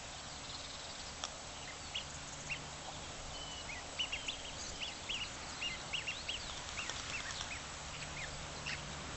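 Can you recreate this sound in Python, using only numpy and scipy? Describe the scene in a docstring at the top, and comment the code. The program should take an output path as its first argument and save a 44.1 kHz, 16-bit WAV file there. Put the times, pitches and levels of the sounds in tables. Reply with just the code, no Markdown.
"""Ducklings peep on a grassy lake shore in thin arched whistles, with one hoarse squawk and a few quacks.
The syrinx sweeps a near-pure tone that rattles under strain; quacks are pulsed air in a throat resonance.
Small birds whistle, chip and chatter further off, over far traffic, a droning engine and light wind.
A hand-held camera whines faintly and clicks as fingers slip on its shell."""
import sys
import numpy as np
from scipy import signal
from scipy.fft import rfft, irfft
from scipy.io import wavfile
from scipy.ndimage import uniform_filter1d

SR = 44100
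rng = np.random.default_rng(int(sys.argv[2]) if len(sys.argv) > 2 else 0)


def dump_mix(stems):
    """Bounce the given channels to the path in sys.argv[1] as a 16-bit WAV at rate SR."""
    frames = np.atleast_2d(stems).T  # one column per channel
    limited = np.clip(frames, -1, 1)  # hard clip at full scale
    pcm = np.round(limited * 32767).astype(np.int16)
    wavfile.write(sys.argv[1], SR, pcm)


N = 403956
T = np.arange(N) / SR
EDGE_HZ = 8300
GRIP_S, GRIP_SPREAD_S = 7.05, 0.55  # the hand shifts its grip


def ducklings():
    """Peeps and one squawk from the grass near by."""
    # Each row: start, rise, fall and trailing whimper in seconds, top and end pitch in Hz, bend of the
    # fall (1 straight, 4 held then dropped), relative peak in dB, dB gained over each half of the arch.
    peeps = [(1.674, 0.013, 0.022, 0.0021, 2050, 1790, 2.5, -50.5, 1),
             (1.945, 0.027, 0.018, 0.0013, 3300, 2080, 3, -36, 0),
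             (2.498, 0.027, 0.023, 0.0027, 2730, 1920, 1.6, -42.5, -2.5),
             (3.688, 0.045, 0.021, 0.048, 2505, 1975, 1.6, -44.5, -4.5),
             (3.989, 0.019, 0.049, 0.006, 3017, 2120, 4.5, -36.5, -5),
             (4.122, 0.016, 0.033, 0, 2950, 1980, 0.8, -39.5, 0),
             (4.278, 0.039, 0.044, 0.024, 3990, 2220, 1, -32.5, -13),
             (4.442, 0.023, 0.04, 0.013, 3210.0, 2160, 2.8, -45.5, -1.5),
             (4.81, 0.051, 0.055, 0.018, 3400, 2040, 1.2, -39.5, -5),
             (5.088, 0.043, 0.065, 0.0053, 3410, 2310, 0.61, -36, -3.5),
             (5.194, 0.024, 0.023, 0.002, 2960, 2100, 2.6, -42.5, 3.5),
             (5.61, 0.038, 0.054, 0.056, 2895, 2100, 2.6, -42.5, -1),
             (5.929, 0.044, 0.05, 0.0083, 3260, 1800, 0.95, -36, -5.5),
             (6.069, 0.02, 0.028, 0.0034, 2840, 1900, 3, -41.5, -2),
             (6.284, 0.028, 0.068, 0, 3260, 2060, 2.3, -37, -4.5),
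             (6.771, 0.039, 0.062, 0.045, 2806, 1906, 1.4, -43.5, -6),
             (7.119, 0.032, 0.05, 0, 2710, 2040, 1, -45, 1),
             (7.247, 0.035, 0.021, 0, 1860, 1690, 2, -48, 2),
             (7.506, 0.02, 0.051, 0.0014, 2520, 1730, 1.8, -44, -4),
             (8.165, 0.031, 0.056, 0, 2470, 1675, 1.05, -46, -2)]
    out = squawk()
    for start_s, *call in peeps:
        add(out, start_s, peep(*call))
    return amp(3.5) * ground_bounce(out, delay_ms=1.107, share=0.18)


def peep(rise_s, fall_s, whimper_s, top_hz, end_hz, bend, peak_db, effort_db):
    """The syrinx tightens and relaxes: the pitch arches, and the call flares at the throat's resonance."""
    # Each row: pitch in Hz, throat gain in dB.
    throat = [(1800, -5.5), (2100, -7), (2400, -8.5), (2600, -5), (2800, -3.5), (2980, 2), (3150, -6.5),
              (3400, -3.5), (4000, -10)]
    rest_hz, strain_hz = 1944, 3020
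    windpipe_hz, spacing_hz, pull_hz = 2777, 660, 52
    t = np.arange(round((rise_s + fall_s + whimper_s) * SR)) / SR
    up, down = np.clip(t / rise_s, 0, 1), np.clip((t - rise_s) / fall_s, 0, 1)
    after_s = np.maximum(t - rise_s - fall_s, 0)
    climb_hz = max(top_hz - rest_hz, 0.2 * top_hz)
    hz = top_hz - climb_hz * (1 - up) ** 1.9 - (top_hz - end_hz) * down ** bend - 2500 * after_s
    # The pitch clings to evenly spaced windpipe resonances.
    hz -= pull_hz * np.sin(2 * np.pi * (hz - windpipe_hz) / spacing_hz)
    shape_db = read(throat, hz) + effort_db * (up + down) - 24 * after_s
    strain_khz = np.maximum(hz - strain_hz, 0) / 1000
    return whistle(hz, peak_db + shape_db - shape_db.max(), jitter=0.01, shimmer_db=1.1,
                   overtone_db=-17 - 38 * strain_khz, rasp=0.05 + 0.32 * strain_khz, rasp_hz=111.3)


def squawk():
    """Both sides of the syrinx rattle at their own pitches, with a rush of air above and below."""
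    # Each row: start and length in seconds, top pitch in Hz, relative level in dB.
    voices = [(8.66, .098, 2876, -47.5), (8.691, 0.059, 2076, -50)]
    out = np.zeros(N)
    for start_s, length_s, top_hz, db in voices:
        u = np.linspace(0, 1, round(length_s * SR))
        hz = top_hz * (1 - 0.95 * (u - 0.38) ** 2)
        voice = whistle(hz, db - 4 * u, jitter=0.017, shimmer_db=-3,
                        overtone_db=-9, rasp=0.57, rasp_hz=110.5)
        add(out, start_s, voice)
    add(out, 8.668, puffs(0.076, hz=4960, width_hz=1500, db=-51.5, pulse_hz=110))
    add(out, 8.69, puffs(0.032, hz=1600, width_hz=380, db=-50, pulse_hz=110))
    return out


def quacks():
    """Ducks on the shore push short runs of air pulses through the throat."""
    # Each row: start and length in seconds, resonance and its width in Hz, level in dB.
    calls = [(2.856, 0.055, 797, 200, -47), (7.923, 0.055, 2740, 1000, -50),
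             (8.012, .038, 2400, 1400, -46.5)]
    out = np.zeros(N)
    for start_s, *call in calls:
        add(out, start_s, puffs(*call, pulse_hz=138))
    return out


def whistle(hz, level_db, jitter, shimmer_db, overtone_db, rasp, rasp_hz):
    """The syrinx sounds a near-pure tone along a pitch curve; strain makes it rattle."""
    t = np.arange(len(hz)) / SR
    wobble, flutter, hoarse = (np.resize(band_noise(0, width_hz, size=16384), len(t))
                               for width_hz in (260, 180, 1300))
    rattle = np.sin(2 * np.pi * rasp_hz * t + wobble / 2)
    detune = jitter * wobble + rasp * (0.052 * rattle + 0.11 * hoarse)
    phase = 2 * np.pi * np.cumsum(hz * (1 + detune)) / SR
    gain = amp(level_db + shimmer_db * flutter) * (1 + rasp * rattle) * signal.windows.tukey(len(t), 0.1)
    return np.sqrt(2) * gain * (np.sin(phase) + amp(overtone_db) * np.sin(2 * phase))


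def puffs(length_s, hz, width_hz, db, pulse_hz):
    """Puffs of air, chopped by the syrinx, ring one throat resonance."""
    t = np.arange(round(length_s * SR)) / SR
    air = band_noise(hz, width_hz, size=8192)[:len(t)] * (1 + 0.56 * np.cos(2 * np.pi * pulse_hz * t))
    return amp(db) * unit(air) * signal.windows.tukey(len(t), 0.7)


def ground_bounce(x, delay_ms, share):
    """The lawn returns the call a moment later, so its level dips and swells as the pitch sweeps."""
    hz = np.fft.rfftfreq(len(x), 1 / SR)
    comb = 1 + share * np.exp(-2j * np.pi * hz * delay_ms / 1000)
    return irfft(rfft(x) * comb, len(x)) / (1 + share / 2)


def small_birds():
    """Clear whistles and rasping scolds from the trees, with faint twitters alone and in bouts."""
    # Each row of both: start and length in seconds, start and end pitch in Hz, level in dB.
    whistles = [(1.06, 0.044, 5430, 4440, -55), (1.797, 0.091, 4610, 4300, -57),
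                (1.988, 0.031, 3400, 2850, -50.5), (2.549, 0.023, 3190, 2900, -50.5),
                (3.327, .3, 3036, 2894, -52.5), (3.353, 0.017, 4170, 4360, -52),
                (4.117, 0.16, 3290, 2950, -52), (4.325, 0.041, 3120, 3230, -53),
                (4.58, .036, 6950, 5770, -52), (4.622, 0.031, 6950, 5950, -48),
                (4.652, .035, 6520, 5600, -50.5), (6.112, .12, 3120, 4600, -50.5),
                (6.394, 0.15, 4880, 3130, -51.5), (8.215, 0.036, 3920, 3440, -54)]
    scolds = [(0.978, 0.041, 3120, 3000, -58), (1.57, .08, 3020, 2720, -60), (7.341, .07, 4200, 3400, -49)]
    # Each row: start and length in seconds, level in dB.
    bouts = [(0.044, .3, -59.5), (4.579, 0.42, -55.5), (5.45, .35, -56), (8.247, .2, -61)]
    twitter_hz, twitter_s, notes_per_s, stray_db = 4000, 0.027, 32, -55.5
    out = np.zeros(N)
    for start_s, *note in whistles:
        add(out, start_s, glide(*note, rasp=0.04))
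    twitters = [(s, stray_db) for s in rng.random(50) * N / SR]
    for start_s, length_s, db in bouts:
        twitters += [(s, db) for s in np.arange(start_s, start_s + length_s, 1 / notes_per_s)]
    for start_s, db in twitters:
        late, pitch, stretch, sweep = rng.uniform(-1, 1, size=4)
        hz = twitter_hz * (1 + 0.26 * pitch)
        twitter = glide(twitter_s * (1 + stretch / 2), hz, hz * (0.95 + 0.14 * sweep), db, rasp=0.35)
        add(out, start_s + late / notes_per_s / 2, twitter)
    for start_s, *note in scolds:
        add(out, start_s, glide(*note, rasp=0.7))
    return out


def glide(length_s, start_hz, end_hz, db, rasp):
    """A small bird's note slides from one pitch to another, bowed slightly upward."""
    u = np.linspace(0, 1, round(length_s * SR))
    hz = start_hz * (end_hz / start_hz) ** u * (1 + 0.012 * np.sin(np.pi * u))
    return whistle(hz, db + 0.5 * (u - 0.5), jitter=0.004, shimmer_db=2.5,
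                   overtone_db=-28, rasp=rasp, rasp_hz=69)


def chips():
    """A small bird's fast air pulses make high buzzing chips."""
    # Each row: start in seconds, level in dB.
    notes = [(2.089, -52), (2.136, -49), (2.268, -50.5), (2.32, -50), (2.394, -50), (2.458, -49),
             (3.508, -53), (4.261, -47.5), (4.601, -48.5), (4.679, -49), (5.133, -55), (5.267, -55),
             (5.331, -52), (5.485, -52)]
    out = np.zeros(N)
    for start_s, db in notes:
        add(out, start_s, puffs(0.032, hz=6770, width_hz=1300, db=db, pulse_hz=298))
    return out


def chatter():
    """A songbird's even run of dry notes: noise through two throat resonances."""
    # Each row: time in seconds, level in dB.
    levels = [(.45, -52.5), (.55, -50.5), (.66, -50), (0.799, -52), (1.06, -56)]
    # Each row: resonance and its width in Hz, gain in dB.
    throat = [(3840, 780, 0), (4900, 1200, -4)]
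    times_s, levels_db = np.transpose(levels)
    period_s, size = 0.0505, round(0.039 * SR)
    out = np.zeros(N)
    for middle_s in times_s[0] + period_s * np.arange(13) + 0.003 * rng.standard_normal(13):
        note = sum(amp(db) * band_noise(hz, width_hz, size) for hz, width_hz, db in throat)
        envelope = amp(np.interp(middle_s, times_s, levels_db)) * signal.windows.tukey(size, 0.85)
        add(out, middle_s - size / SR / 2, envelope * note)
    return out


def shore(x, t60_s, cutoff_hz):
    """A thin, dull scatter of echoes from the bank and trees."""
    t = np.arange(SR) / SR
    taps = rng.standard_normal(SR) * (rng.random(SR) < 1500 / SR) * amp(-60 * t / t60_s) * (t > 0.008)
    tail = signal.lfilter(*signal.butter(1, cutoff_hz, fs=SR), taps)
    return signal.fftconvolve(x, tail / np.linalg.norm(tail))[:N]


def handling():
    """Short slips of the fingers ring the plastic shell; tiny creaks gather while the grip shifts."""
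    # Each row: start in seconds, level in dB, tilt in dB per octave.
    clicks = [(1.2378, -27.5, -4.5), (1.2515, -31, 4.5), (6.497, -36, -6), (6.577, -37.5, 1.5),
              (6.69, -36, -3), (6.791, -33.5, -6.5), (6.8955, -28, -4.5), (6.965, -38, -5),
              (6.998, -36.5, 2), (7.099, -33.5, -1), (7.204, -34, -5), (7.308, -32.5, 0),
              (7.41, -29.5, -4.5)]
    # Each row: shell resonance and its width in Hz, gain in dB.
    modes = [(725, 280, -3), (1250, 460, 2.5), (3300, 760, 6.5), (5540, 500, 6.5), (6480, 320, -2)]
    slip_s, top_hz = 0.0014, 8200
    t, f = np.arange(2048) / SR, np.fft.rfftfreq(2048, 1 / SR) + 1
    shell = sum(amp(db) / (1 + 1j * (f ** 2 - hz ** 2) / (f * width_hz)) for hz, width_hz, db in modes)
    shell /= 1 + (f / top_hz) ** 24
    octaves = np.log2(np.clip(f, 1500, 6000) / 3000)
    creaks = [(GRIP_S + GRIP_SPREAD_S * when, -44 + 2 * loud, 0)
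              for when, loud in rng.standard_normal((30, 2))]
    out = np.zeros(N)
    for start_s, db, tilt_db in clicks + creaks:
        slip = rng.standard_normal(len(t)) * (np.exp(-t / slip_s) + 0.11 * np.exp(-t / 0.013))
        click = irfft(rfft(slip) * shell * amp(tilt_db * octaves))
        add(out, start_s, amp(db) * click * np.sqrt(slip_s * SR / np.sum(click ** 2)))
    return out


def wash():
    """Far traffic and leaves swell slowly; gusts lift the lowest octaves, the shifting grip the hiss."""
    # Each row: frequency in Hz, relative noise density in dB.
    spectrum = [(15, 0), (50, 1), (100, -1.4), (200, -5), (400, -10), (570, -5), (800, -5.5), (1300, -7),
                (1900, -10.5), (3200, -10), (5000, -13), (7600, -11.5), (8000, -23), (8400, -15.5)]
    # Each row: middle of a gust in seconds, dB above the calm.
    wind = [(3.25, 6.5), (3.93, 3.5), (4.301, 6), (4.65, 5.5), (5.15, 3), (5.7, 2.5), (6.5, 8.5), (8.3, 8)]
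    # Traffic bands. Each row: time in seconds, relative level in dB.
    rumble = [(0.0, -65), (2.27, -63.5), (2.85, -59.5), (3.39, -62.5), (5.1, -61), (5.66, -59.5),
              (6.38, -61.5), (8.24, -61.5), (9.16, -56.5)]
    roar = [(0.0, -56.5), (1.48, -55.5), (2.02, -58), (3.83, -54), (4.36, -57.5), (8.54, -56), (9.16, -57)]
    tyres = [(0.0, -59.5), (4.82, -59), (5.64, -55.5), (6.28, -58), (7.09, -53.5), (7.53, -56), (8.39, -57),
             (9.16, -54)]
    # Band centres in Hz: wind, engine, rumble, roar, tyres, hiss.
    centres_hz = [36, 85, 330, 720, 1400, 4500]
    t, hz = np.arange(N // 512 + 5) * 512 / SR, np.fft.rfftfreq(2048, 1 / SR)
    real, imag, patches = rng.standard_normal((3, len(t), len(hz)))
    patches = unit(uniform_filter1d(uniform_filter1d(patches, size=8, axis=0), size=16, axis=1))
    traffic_db = [np.interp(t, *np.transpose(curve)) for curve in (rumble, roar, tyres)]
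    gusts_db = sum(db * hump(t, middle_s, spread_s=0.17) for middle_s, db in wind)
    swells_db = [gusts_db, 0.7 * nearing_db(t), *traffic_db, 3.2 * hump(t, GRIP_S, GRIP_SPREAD_S)]
    field_db = read(spectrum, hz) + 0.99 * patches
    for swell_db, band in zip(swells_db, np.eye(len(swells_db))):
        share = read(list(zip(centres_hz, band)), hz)
        field_db += np.outer(swell_db - swell_db.mean(), share)
    frames = (real + 1j * imag) * amp(field_db) * (hz < EDGE_HZ)
    return amp(-47.5) * unit(signal.istft(frames.T, nperseg=2048, noverlap=1536)[1][:N])


def engine():
    """A nearing engine hums over a machine drone across the water; moving air makes the tones waver."""
    # Each row: time in seconds, level of the firing tone's octave in dB.
    octave_levels = [(0.0, -69), (0.33, -62.5), (0.89, -77), (2.55, -56.5), (5.13, -78), (5.99, -61),
                     (6.3, -70), (8.85, -52.5), (9.16, -58)]
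    # Each row: drone tone in Hz, level in dB.
    drone_tones = [(221.5, -73), (276, -67.5), (553, -70.5), (592, -71.5), (726, -68.5), (820, -70)]
    firing_hz = 73.6
    firing = amp(-63 + nearing_db(T)) * tone(firing_hz, wander_hz=0.9, waver_db=-0.5, rate_hz=7.1)
    octave_db = np.interp(T, *np.transpose(octave_levels))
    octave = amp(octave_db) * tone(2 * firing_hz, wander_hz=0.8, waver_db=1, rate_hz=5)
    drone = sum(amp(db) * tone(hz, wander_hz=2.476, waver_db=2, rate_hz=5) for hz, db in drone_tones)
    return firing + octave + drone


def nearing_db(t):
    """The engine grows louder, ever faster, as it nears."""
    return 7 * (t * SR / N) ** 4.8


def whine():
    """The camera's electronics sound faint, close, high tones."""
    # Each row: frequency in Hz, level in dB.
    tones = [(7677, -68), (7708, -69.5), (7737, -65)]
    return sum(amp(db) * tone(hz, wander_hz=4.7, waver_db=3.5, rate_hz=25) for hz, db in tones)


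def tone(hz, wander_hz, waver_db, rate_hz):
    """A tone of rms 1 that wavers in pitch and level."""
    phase = 2 * np.pi * np.cumsum(hz + wander_hz * drift(rate_hz)) / SR
    return unit(np.sin(phase) * amp(waver_db * drift(rate_hz)))


def drift(rate_hz):
    """A slow random curve of rms 1."""
    knots = rng.standard_normal(4096)
    return unit(np.interp(T * rate_hz, np.arange(len(knots)), knots))


def band_noise(hz, width_hz, size):
    """Noise of rms 1 in a bell-shaped band."""
    bell = np.exp(-2 * ((np.fft.rfftfreq(size, 1 / SR) - hz) / width_hz) ** 2)
    return unit(irfft(rfft(rng.standard_normal(size)) * bell, size))


def hump(t, middle_s, spread_s):
    """A bell-shaped swell of height 1."""
    return np.exp(-((t - middle_s) / spread_s) ** 2)


def amp(db):
    """Decibels to gain."""
    return 10 ** (np.asarray(db) / 20)


def unit(x):
    """Scales to rms 1."""
    return x / np.sqrt(np.mean(x ** 2) + 1e-20)


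def read(points, hz):
    """Interpolates a spectrum on a log-frequency axis."""
    f, value = np.transpose(points)
    return np.interp(np.log(hz + 1), np.log(f + 1), value)


def add(mix, start_s, sound):
    """Mixes a sound in at start_s."""
    part = mix[max(round(start_s * SR), 0):][:len(sound)]
    part += sound[:len(part)]


def scene():
    """Near and far birds with their echoes, over the background and the camera's own sounds."""
    near = ducklings()
    far = small_birds() + chips() + quacks() + chatter()
    near_echo = amp(-18.5) * shore(near, t60_s=0.66, cutoff_hz=5000)
    far_echo = amp(-12.5) * shore(far, t60_s=1.0, cutoff_hz=7000)
    return (near + near_echo + far + far_echo + whine() + wash() + engine() + handling())[None]


def record(dry):
    """The camera's band limit: a steep low-pass."""
    lowpass = signal.firwin(401, EDGE_HZ, window=("kaiser", 8), fs=SR)
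    return signal.oaconvolve(dry, lowpass[None], "same")


dry = scene()
out = record(dry)
dump_mix(out)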